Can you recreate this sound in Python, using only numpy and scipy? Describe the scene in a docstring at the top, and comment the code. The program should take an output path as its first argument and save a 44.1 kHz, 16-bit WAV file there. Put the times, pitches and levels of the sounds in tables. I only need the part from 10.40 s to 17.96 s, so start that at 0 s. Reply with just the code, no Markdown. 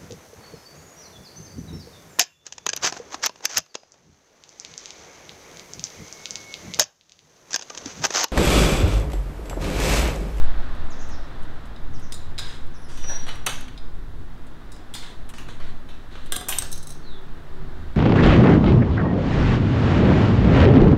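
"""Street vending machine: two coins tap the slot, slip in and rattle down a chute; one drops and bounces on others.
Contacts are band-balanced noise clicks plus decaying modes, with a steel cabinet's echo; rolling and jingling
are dense random impacts; the thin squeal is a sagging sine with its octave.
Around it: wind on the microphone, distant traffic and deep swells (shaped noise), a low hum and a far motor
(drifting sines), and a few small birds (gliding sines)."""
import sys
import numpy as np
from scipy import signal
from scipy.fft import rfft, irfft, next_fast_len
from scipy.io import wavfile
from scipy.ndimage import uniform_filter1d, map_coordinates

SR = 44100
rng = np.random.default_rng(int(sys.argv[2]) if len(sys.argv) > 2 else 0)


def generate_wav(sig):
    """Save sig (samples, or channels by samples) to the path in sys.argv[1] as 16-bit PCM at SR."""
    pcm = np.round(np.clip(np.atleast_2d(sig).T, -1, 1) * 32767).astype(np.int16)
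    wavfile.write(sys.argv[1], SR, pcm)


N = 333396
TIME = np.arange(N) / SR
LIFE = TIME[:SR * 2 // 3]  # time axis of one contact, s

# far traffic's rise and fall [t/s, rush level before trim/dB]
TRAFFIC_LEVEL = [(0, -40.5), (.4, -43), (1, -45.5), (1.5, -48.5), (2.3, -49.5), (3, -49.5), (3.7, -52.5),
                 (4.4, -50.5), (5.5, -51), (6.4, -51), (7, -49.5), (7.5, -48)]
# coins settling deep in the tube [t/s, tick/dB]
TUBE_CONTACTS = [(6.3161, -32.5), (6.326, -29.5), (6.357, -44.5), (6.3758, -38), (6.427, -41.5),
                 (6.433, -47), (6.47, -37), (6.492, -43), (6.5035, -36.5), (6.52, -44)]
# click spectrum of a coin [f/Hz, relative density/dB per Hz]
COIN_CLICK_SPECTRUM = [(400, -5), (1300, 2.5), (2200, 0.5), (3000, 7), (3900, 2.5), (4600, -9.5),
                       (6500, -3.5), (8700, 2), (10500, -3), (13000, -10), (15500, -17)]
# click spectrum of coin on coins [f/Hz, relative density/dB per Hz]
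PILE_CLICK_SPECTRUM = [(400, -10), (2200, -16), (3800, 6), (4600, -3.5), (6300, 4.5), (7100, -7),
                       (8400, 10), (9100, 0.5), (10800, 1.5), (12300, -7.5), (15500, -7)]
PILE_CLICK_T60_S = 0.026


def amp(db):
    """Decibels to gain."""
    return 10 ** (np.asarray(db) / 20)


def unit(x):
    """Scale to rms 1."""
    return x / np.sqrt(np.mean(x ** 2) + 1e-20)


def along(points, hz):
    """Read (f/Hz, value) points on a log frequency axis."""
    f, v = np.transpose(points)
    return np.interp(np.log(hz + 1), np.log(f + 1), v)


def curve(rows):
    """Interpolate (t/s, value) rows to one value per sample."""
    s, values = np.transpose(rows)
    return np.interp(TIME, s, values)


def since(s):
    """Seconds elapsed since s, zero before it."""
    return np.maximum(TIME - s, 0)


def during(start_s, end_s):
    """A soft gate between two times."""
    return uniform_filter1d(1. 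* ((TIME > start_s) & (TIME < end_s)), size=400)


def bump(s, width_s):
    """A Gaussian rise and fall around s."""
    return np.exp(-((TIME - s) / width_s) ** 2)


def wobble(rate_hz):
    """A smooth random curve with rate_hz knots a second."""
    knots = rng.standard_normal(int(N * rate_hz / SR) + 4)
    fine = np.arange(0, len(knots), 1 / 8)
    return np.interp(TIME * rate_hz, fine, map_coordinates(knots, [fine]))


def coloured(x, spectrum):
    """Filter x by a smooth (f/Hz, gain/dB) spectrum."""
    m = next_fast_len(len(x) + 8192)
    gain = amp(along(spectrum, np.fft.rfftfreq(m, 1 / SR)))
    return irfft(rfft(x, m) * gain, m)[:len(x)]


def noise(spectrum, size=N):
    """Coloured Gaussian noise of rms 1."""
    return unit(coloured(rng.standard_normal(size), spectrum))


def dying(t60_s, t=LIFE):
    """Exponential decay, 60 dB in t60_s."""
    return np.exp(-np.log(1000) * t / t60_s)


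def add(track, s, sound):
    """Mix a sound into the track at s."""
    part = track[max(round(s * SR), 0):][:len(sound)]
    part += sound[:len(part)]


def tone(hz, db):
    """A sine that drifts slowly in pitch and level."""
    level = amp(db + 2.6 * wobble(4))
    return level * np.sin(2 * np.pi * np.cumsum(hz + 1.91 * wobble(7)) / SR)


def grains(rate_hz, spread_db):
    """Impulses of random sign, size and time, rate_hz a second on average."""
    struck = rng.random(N) < rate_hz / SR
    return struck * rng.choice([-1, 1], N) * amp(spread_db * rng.standard_normal(N))


def cabinet():
    """A fresh steel-box echo: noise with frequency-dependent decay, shortest in the top treble."""
    # echo decay [f/Hz, t60/s]
    echo_t60 = [(500, 0.45), (3500, 0.57), (8000, 0.44), (14000, 0.28)]
    # echo colour [f/Hz, gain/dB]
    echo_colour = [(300, -1), (600, 3), (1000, -1), (1600, 1.5), (2300, -3), (3100, -2), (3850, 1.5),
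                   (4550, 2.5), (5200, 0), (6200, -1.5), (7200, -4.5), (8500, -9.5), (11000, -6),
                   (15000, 0)]
    hz, t, z = signal.stft(rng.standard_normal(len(LIFE)), SR, nperseg=256)
    decay = dying(along(echo_t60, hz)[:, None], t)
    tail = signal.istft(z * decay, SR, nperseg=256)[1]
    return coloured(tail / np.linalg.norm(tail), echo_colour)


def strikes(rows, modes, click, click_t60_s, rise_s, ring_db, echo_db):
    """A contact excites a noise click and ringing modes; each row sets its clack, thud, tick and echo."""
    # clack, thud and tick bands [low f/Hz, high f/Hz]
    bands_hz = [(2000, 5500), (260, 2000), (5500, 16000)]
    track = np.zeros(N)
    for s, *levels_db, wet_db in rows:
        ring = np.zeros(len(LIFE))
        for hz, db, t60_s in modes:
            sine = np.sin(2 * np.pi * (hz * LIFE + rng.random()))
            ring += amp(db + rng.normal(0, 0.5)) * dying(t60_s) * sine
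        burst = noise(click, size=len(LIFE)) * dying(click_t60_s)
        blow = (burst + amp(ring_db) * ring) * (1 - np.exp(-LIFE / rise_s))
        hit = np.zeros(len(LIFE))
        for edges_hz, db in zip(bands_hz, levels_db):
            sos = signal.butter(N=3, Wn=edges_hz, btype="band", fs=SR, output="sos")
            part = signal.sosfilt(sos, blow)
            peak_rms = np.sqrt(uniform_filter1d(part ** 2, size=88).max())  # 2 ms window
            hit += amp(db) * part / peak_rms
        add(track, s, hit)
        shake = hit * dying(0.026)  # the blow itself shakes the box
        add(track, s, amp(wet_db + echo_db) * signal.fftconvolve(shake, cabinet()))
    return track


def wind():
    """Wind buffets the microphone: deep noise with a moving level."""
    # wind level [t/s, level/dB]
    wind_level = [(0, -7.5), (.7, -22.5), (1.2, -22), (3.2, -23), (3.7, -20.5), (4.3, -30), (5.6, -24),
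                  (6.6, -27.5), (7.5, -19.5)]
    # buffeting spectrum [f/Hz, relative density/dB per Hz]
    buffet = [(1, -10), (4, -1), (8, 1.5), (14, -17.5), (22, -21.5), (30, -24), (40, -22.5), (58, -30.5),
              (90, -36.5), (150, -73), (300, -94)]
    return amp(curve(wind_level)) * noise(buffet)


def rumble(level_db=-47.5, follows=0.38):
    """Low noise that partly follows the traffic's rise and fall in dB."""
    # rumble spectrum [f/Hz, relative density/dB per Hz]
    rumble_spectrum = [(40, -18), (70, -0.5), (100, -6), (135, -3), (170, -7), (215, -6), (275, -8),
                       (340, -7.5), (450, -14.5), (800, -59.5)]
    traffic_db = curve(TRAFFIC_LEVEL)
    change_db = follows * (traffic_db - traffic_db.mean())
    return amp(level_db + change_db + 0.95 * wobble(18)) * noise(rumble_spectrum)


def traffic_rush(trim_db=1):
    """Far traffic: broadband noise with a moving, slightly unsteady level."""
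    # rush spectrum [f/Hz, relative density/dB per Hz]
    rush_spectrum = [(180, -5), (290, -1), (390, -8.5), (480, -4.5), (660, -3.5), (900, -4.5), (1450, -5.5),
                     (1900, -9), (2200, -15.5), (3070, -18), (3630, -14.5), (5150, -27), (9000, -40.5),
                     (15900, -92)]
    return amp(curve(TRAFFIC_LEVEL) + trim_db + 0.2 * wobble(3.3)) * noise(rush_spectrum)


def hiss():
    """The microphone's own floor: steady bright noise."""
    return amp(-63.5) * noise([(3000, 2.5), (15000, -8.5)])


def hum():
    """The machine's unsteady hum: low sines drifting independently."""
    # hum lines [f/Hz, level/dB]
    hum_lines = [(47.6, -50), (95, -55.5), (151, -53), (252, -56), (280, -64.5)]
    return sum(tone(hz, db) for hz, db in hum_lines)


def swells(skirt_db_per_octave=17.5):
    """Each bass swell is a passing band of deep noise."""
    # swells [crest t/s, half width/s, centre f/Hz, level/dB]
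    swell_rows = [(.22, 0.065, 80, -39.5), (.42, 0.077, 76, -37.5), (.72, .07, 81, -40),
                  (1.04, .12, 98, -46.5), (1.55, 0.1, 134, -40.5), (1.93, 0.32, 95, -43.5),
                  (3.0, 0.33, 123, -46.5), (3.74, 0.14, 105, -44.5), (5.07, 0.28, 112, -48),
                  (6.15, 0.38, 84.5, -47), (7.25, 0.059, 139, -39.5), (7.42, 0.086, 81, -39)]
    skirt_db = -2 * skirt_db_per_octave  # two octaves out
    track = np.zeros(N)
    for s, width_s, hz, db in swell_rows:
        band = [(hz / 4, skirt_db), (hz, 0), (hz * 4, skirt_db), (hz * 16, -120)]
        track += amp(db) * bump(s, width_s) * noise(band)
    return track


def handling(t60_s=0.08):
    """Coins touch between the fingers, too damped to ring: decaying noise."""
    # handling ticks [t/s, level/dB]
    tick_rows = [(0.35, -53), (0.687, -51), (1.029, -52), (1.255, -53.5), (1.596, -51), (2.264, -57),
                 (2.956, -46.5), (4.068, -54), (4.891, -41), (4.9, -46.5), (5.86, -46)]
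    track = np.zeros(N)
    for s, db in tick_rows:
        add(track, s, amp(db) * noise(COIN_CLICK_SPECTRUM, size=len(LIFE)) * dying(t60_s))
    return track


def birds(echo_db=-1, trim_db=8.0):
    """Far birds slur gliding sines with random pitch waver; the street smears them."""
    # notes [t/s, length/s, start f/Hz, end f/Hz, waver/Hz, level before trim/dB]
    notes = [(0.501, 0.043, 7470, 4880, 300, -56), (0.586, 0.06, 6500, 5700, 452, -56),
             (0.689, 0.082, 6350, 4920, 400, -57), (1.533, 0.045, 6530, 4840, 300, -59.5),
             (1.615, .06, 6500, 5420, 350, -60.5), (2.337, 0.042, 6330, 5180, 300, -61.5),
             (2.35, 0.19, 10140, 10850, 200, -71.5), (2.414, 0.069, 6200, 5000, 250, -64),
             (6.629, .16, 4470, 3360, 110, -57.5)]
    song = np.zeros(N)
    for s, length_s, start_hz, end_hz, waver_hz, db in notes:
        u = np.linspace(0, 1, int(length_s * SR))
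        glide_hz = end_hz + (start_hz - end_hz) * (1 - u) ** 1.4
        hz = glide_hz + waver_hz * wobble(1200)[:len(u)]
        envelope = np.sqrt(np.abs(np.sin(np.pi * u)))
        add(song, s, amp(db + trim_db) * envelope * np.sin(2 * np.pi * np.cumsum(hz) / SR))
    walls = rng.standard_normal(len(LIFE)) * dying(0.51)
    return song + amp(echo_db) * signal.fftconvolve(song, walls / np.linalg.norm(walls))[:N]


def slot_taps():
    """A coin taps the slot plate, which clicks and rings."""
    # taps [t/s, clack/dB, thud/dB, tick/dB, echo before trim/dB]
    taps = [(1.361, -43.5, -54, -60, -21), (1.722, -33, -67, -33, -21), (1.7415, -40.5, -65, -37, -6.5),
            (1.9795, -30, -55, -43, -11), (1.9855, -29, -43, -32.5, -10.5), (1.991, -29, -33.5, -36.5, -8),
            (3.3765, -40.5, -63, -55, -14.5), (4.3185, -47.5, -63, -44, -7), (4.3625, -56, -61, -54, -12),
            (4.5385, -34, -55, -36, -3), (4.549, -34, -38, -37.5, -6)]
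    # plate modes [f/Hz, relative level/dB, t60/s]
    modes = [(3596, -3, .28), (3740, 2, .1), (3870, -3, .12), (4115, -7, .18), (4975, -1, .11),
             (5090, -7, .07), (7036, -8, .16), (7800, -11, .12), (8420, -11, .14), (8780, -10, .17),
             (9390, -6, .07), (9950, -10, .06)]
    # plate click [f/Hz, relative density/dB per Hz]
    click = [(400, -15), (2000, -2), (3000, -1), (3800, 12), (4500, -6.5), (5000, 0), (5800, -7.5),
             (7500, -7), (9600, -8.5), (11500, -14.5), (12800, -19), (15200, -22)]
    return strikes(taps, modes, click, click_t60_s=0.038, rise_s=0.00053, ring_db=-13, echo_db=14.0)


def rolling(rate_hz=500, spread_db=4):
    """A milled rim chatters down the chute: dense small impacts, smeared by the cabinet."""
    # runs [t/s, length/s, rattle/dB, hard edge contact/dB], levels before the speed envelope
    runs = [(2.011, 0.14, -38, -43.5), (2.484, 0.2, -45, -45), (2.68, 0.17, -43, -52),
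            (2.865, 0.065, -38.5, -45.5), (4.556, 0.03, -41.5, -41), (4.622, 0.07, -42.5, -50.5),
            (4.938, .065, -46.5, -46), (5.08, 0.028, -43.5, -49.5), (5.223, 0.089, -50, -58),
            (5.708, 0.27, -46, -55)]
    # chute resonances [f/Hz, gain/dB]
    chute = [(240, -13), (400, -5.5), (496, 0), (562, -24), (993, -0.5), (1290, -14), (1580, -5),
             (2390, -7.5), (3680, -1.5), (4500, -6), (5940, -17), (8600, -19), (15900, -53)]
    attack_s, slowing_db_per_s, release_t60_s = 0.0049, 24, 0.43
    rattle, edge = np.zeros(N), np.zeros(N)
    for s, length_s, rattle_db, edge_db in runs:
        pickup = 1 - np.exp(-since(s) / attack_s)
        slowing = amp(-slowing_db_per_s * since(s))
        speed = pickup * slowing * dying(release_t60_s, since(s + length_s))
        rattle += amp(rattle_db) * speed
        edge += amp(edge_db) * speed
    impacts = grains(rate_hz, spread_db)
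    chatter = coloured(impacts + 5.7 * signal.fftconvolve(impacts, cabinet())[:N], chute)
    sos = signal.butter(N=3, Wn=6000, btype="high", fs=SR, output="sos")
    bright = signal.sosfilt(sos, chatter)
    return rattle * unit(chatter) + edge * unit(bright)


def squeal(octave_db=-33, flutter_db=5.0, flutter_hz=26, waver_db=2.7):
    """A nearly pure squeal swells, then flutters and fades to a thread, its pitch sagging throughout."""
    start_s, crest_s, end_s = 2.51, 2.723, 3.06
    crest_db, thread_db, rise_db_per_s, fall_db_per_s = -34, -72, 196, 109  # levels before flutter
    crest_hz, sag_hz_per_s = 5815, 230
    t = TIME - crest_s
    swell = amp(crest_db + np.minimum(rise_db_per_s * t, -fall_db_per_s * t))
    beat_db = flutter_db * np.cos(2 * np.pi * flutter_hz * since(crest_s))
    flutter = amp(beat_db + waver_db * wobble(62))
    level = (swell + amp(thread_db)) * flutter * during(start_s, end_s)
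    phase = 2 * np.pi * np.cumsum(crest_hz - sag_hz_per_s * t + 10 * wobble(73)) / SR
    return np.sqrt(2) * level * (np.sin(phase) + amp(octave_db) * np.sin(2 * phase))


def gate_knocks():
    """Levers and gates knock inside the cabinet, softer in onset than the slot."""
    # knocks [t/s, clack/dB, thud/dB, tick/dB, echo before trim/dB]
    knocks = [(2.573, -45.5, -54, -49, 5.5), (2.639, -42, -38, -71, -3), (2.694, -52.5, -42.5, -55, 9),
              (2.866, -40, -37, -49, -20), (2.881, -60, -36, -48, 0), (2.888, -32, -38, -47, -6.5),
              (3.0628, -21.5, -30, -23, -6), (3.066, -30, -24.5, -24.5, -21),
              (3.071, -23, -22.5, -32, -7.5), (3.092, -33, -40, -33, 1), (3.208, -46, -42, -43.5, -11),
              (3.2805, -41.5, -49, -55, -9), (4.937, -42, -39, -50, -26), (4.982, -40, -43, -48.5, 1.5),
              (5.085, -43, -36, -55, -22), (5.2, -48.5, -47, -62, 5.5), (5.488, -54, -63, -62, 8.5),
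              (5.7523, -42.5, -39.5, -61, -2)]
    # gate modes [f/Hz, relative level/dB, t60/s]
    modes = [(510, -8, 0.313), (790, -4, 0.087), (1232, 11.5, 0.037), (1293, 0, 0.076), (1660, -17, 0.18),
             (2304, -9, 0.3), (2579, -5.5, .44), (2990, 6, 0.2), (3340, -3, 0.17), (3450, 2.5, 0.15),
             (4590, -2.5, 0.096), (6140, -9, 0.097), (7020, -15.5, 0.22), (8140, -7, 0.22)]
    # gate click [f/Hz, relative density/dB per Hz]
    click = [(300, 1), (1200, 2), (2200, 3.5), (3200, 4), (4000, -0.5), (5200, -14), (6000, -3),
             (7500, -10), (8700, -5), (11000, -9.5), (15500, -24)]
    return strikes(knocks, modes, click, click_t60_s=0.024, rise_s=0.0014, ring_db=-22.5, echo_db=11.0)


def sorting_flap():
    """The sorting flap strikes and rings."""
    # flap contacts [t/s, clack/dB, thud/dB, tick/dB, echo before trim/dB]
    flaps = [(5.9213, -20, -27.5, -20.5, -8.5), (5.96, -26.5, -47, -30, -30),
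             (5.9635, -29, -29.5, -21.5, -20), (6.01, -42, -34.5, -38, -8.5)]
    # flap modes [f/Hz, relative level/dB, t60/s]
    modes = [(728, -7.5, 0.28), (1168, 4.5, 0.04), (1613, -4.5, 0.45), (2020, -5, .2), (3130, 0, 0.15),
             (3484, -8, 0.34), (3962, -4, 0.4), (4996, -10, 0.22), (6150, -20, 0.44), (7550, -7, 0.12),
             (8400, -15, 0.3), (8624, -3.5, .2)]
    # flap click [f/Hz, relative density/dB per Hz]
    click = [(400, 1), (1100, -15), (2400, -5), (3200, 7.5), (3700, 15), (4300, -7), (5800, -15),
             (8300, -1), (10900, -5), (12500, -9), (15500, -22)]
    return strikes(flaps, modes, click, click_t60_s=0.02, rise_s=0.00049, ring_db=-22, echo_db=14.0)


def coin_fall():
    """A coin falls and rings freely, with a sharp onset."""
    # drop contacts [t/s, clack/dB, thud/dB, tick/dB, echo before trim/dB]
    drops = [(6.0852, -35, -31.5, -22.5, -6), (6.0905, -25.5, -29.5, -20, -3.5),
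             (6.1245, -23.5, -37.5, -34, -6)]
    # coin modes [f/Hz, relative level/dB, t60/s]
    modes = [(2875, -4, .3), (3690, -9, .35), (3750, -8, .35), (3820, -9, .3), (9290, -5, .22),
             (11789, 3, .29), (14155, -5, .26), (15438, -18, .35)]
    return strikes(drops, modes, COIN_CLICK_SPECTRUM, click_t60_s=0.022, rise_s=0.0002,
                   ring_db=-14.5, echo_db=10.5)


def pile_clinks():
    """The coin lands on the pile and bounces once, exciting the piled coins' modes."""
    # clinks [t/s, clack/dB, thud/dB, tick/dB, echo before trim/dB]
    clinks = [(6.1850, -25.5, -33.5, -13.5, -19.5), (6.2215, -32, -32, -26.5, -12.5)]
    # pile modes [f/Hz, relative level/dB, t60/s]
    modes = [(3900, -7, 0.2), (6363, -24, 0.18), (7838, 2, 0.023), (8430, 19.5, 0.022), (8390, -12, 0.16),
             (8300, 0, .03), (8550, -7.5, 0.16), (15420, -22.5, 0.27)]
    return strikes(clinks, modes, PILE_CLICK_SPECTRUM, click_t60_s=PILE_CLICK_T60_S, rise_s=0.0004,
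                   ring_db=-11.5, echo_db=16.5)


def tube_settling(clack_db=-6.5, thud_db=-15.5):
    """Coins slide and settle deep in the tube: light contacts, nearly all tick."""
    # tube modes [f/Hz, relative level/dB, t60/s]
    modes = [(4000, 6, .15), (5280, -4.5, 0.28), (5930, -10, 0.23), (5860, -6, 0.11), (6380, 4.5, 0.145),
             (8300, 0.5, 0.088), (9230, -14, .17), (10500, 2, .12), (13000, -9, .15), (15420, -16, .2)]
    rows = [(s, db + clack_db, db + thud_db, db, 0) for s, db in TUBE_CONTACTS]
    return strikes(rows, modes, PILE_CLICK_SPECTRUM, click_t60_s=PILE_CLICK_T60_S, rise_s=0.0016,
                   ring_db=-22, echo_db=2)


def jostling(rate_hz=900, spread_db=4, stir_db=-21, t60_s=0.35):
    """Each tube contact stirs loose coins, which jingle against each other and come to rest."""
    # jingle spectrum [f/Hz, relative density/dB per Hz]
    jingle = [(2000, -25), (3900, -5), (4700, -2), (5400, 4.5), (6300, 7.5), (7200, -10.5), (8500, -5),
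              (9300, -9), (10500, -12), (12300, -18), (15500, -17)]
    power = np.zeros(N)
    for s, tick_db in TUBE_CONTACTS:
        power += (amp(tick_db + stir_db) * (TIME > s) * dying(t60_s, since(s))) ** 2
    return np.sqrt(power) * unit(coloured(grains(rate_hz, spread_db), jingle))


def far_motor():
    """A far motor comes and goes on one slightly drifting pitch."""
    # motor swells [crest t/s, half width/s, level/dB]
    motor_rows = [(6.1, 0.23, -47.5), (6.8, 0.12, -49.5), (7.28, 0.2, -47.5)]
    level = sum(amp(db) * bump(s, width_s) for s, width_s, db in motor_rows)
    return level * tone(380, 0)


def scene():
    """Everything at one microphone."""
    street = wind() + rumble() + traffic_rush() + hiss() + hum() + swells() + far_motor() + birds()
    strikes_inside = gate_knocks() + sorting_flap() + coin_fall() + pile_clinks() + tube_settling()
    coins = handling() + slot_taps() + rolling() + squeal() + jostling()
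    return (street + strikes_inside + coins)[None]


def record(dry):
    """Cut everything from 15.8 kHz up."""
    m = next_fast_len(N + SR)
    return irfft(rfft(dry, m) * (np.fft.rfftfreq(m, 1 / SR) < 15800), m)[..., :N]


dry = scene()
out = record(dry)
generate_wav(out)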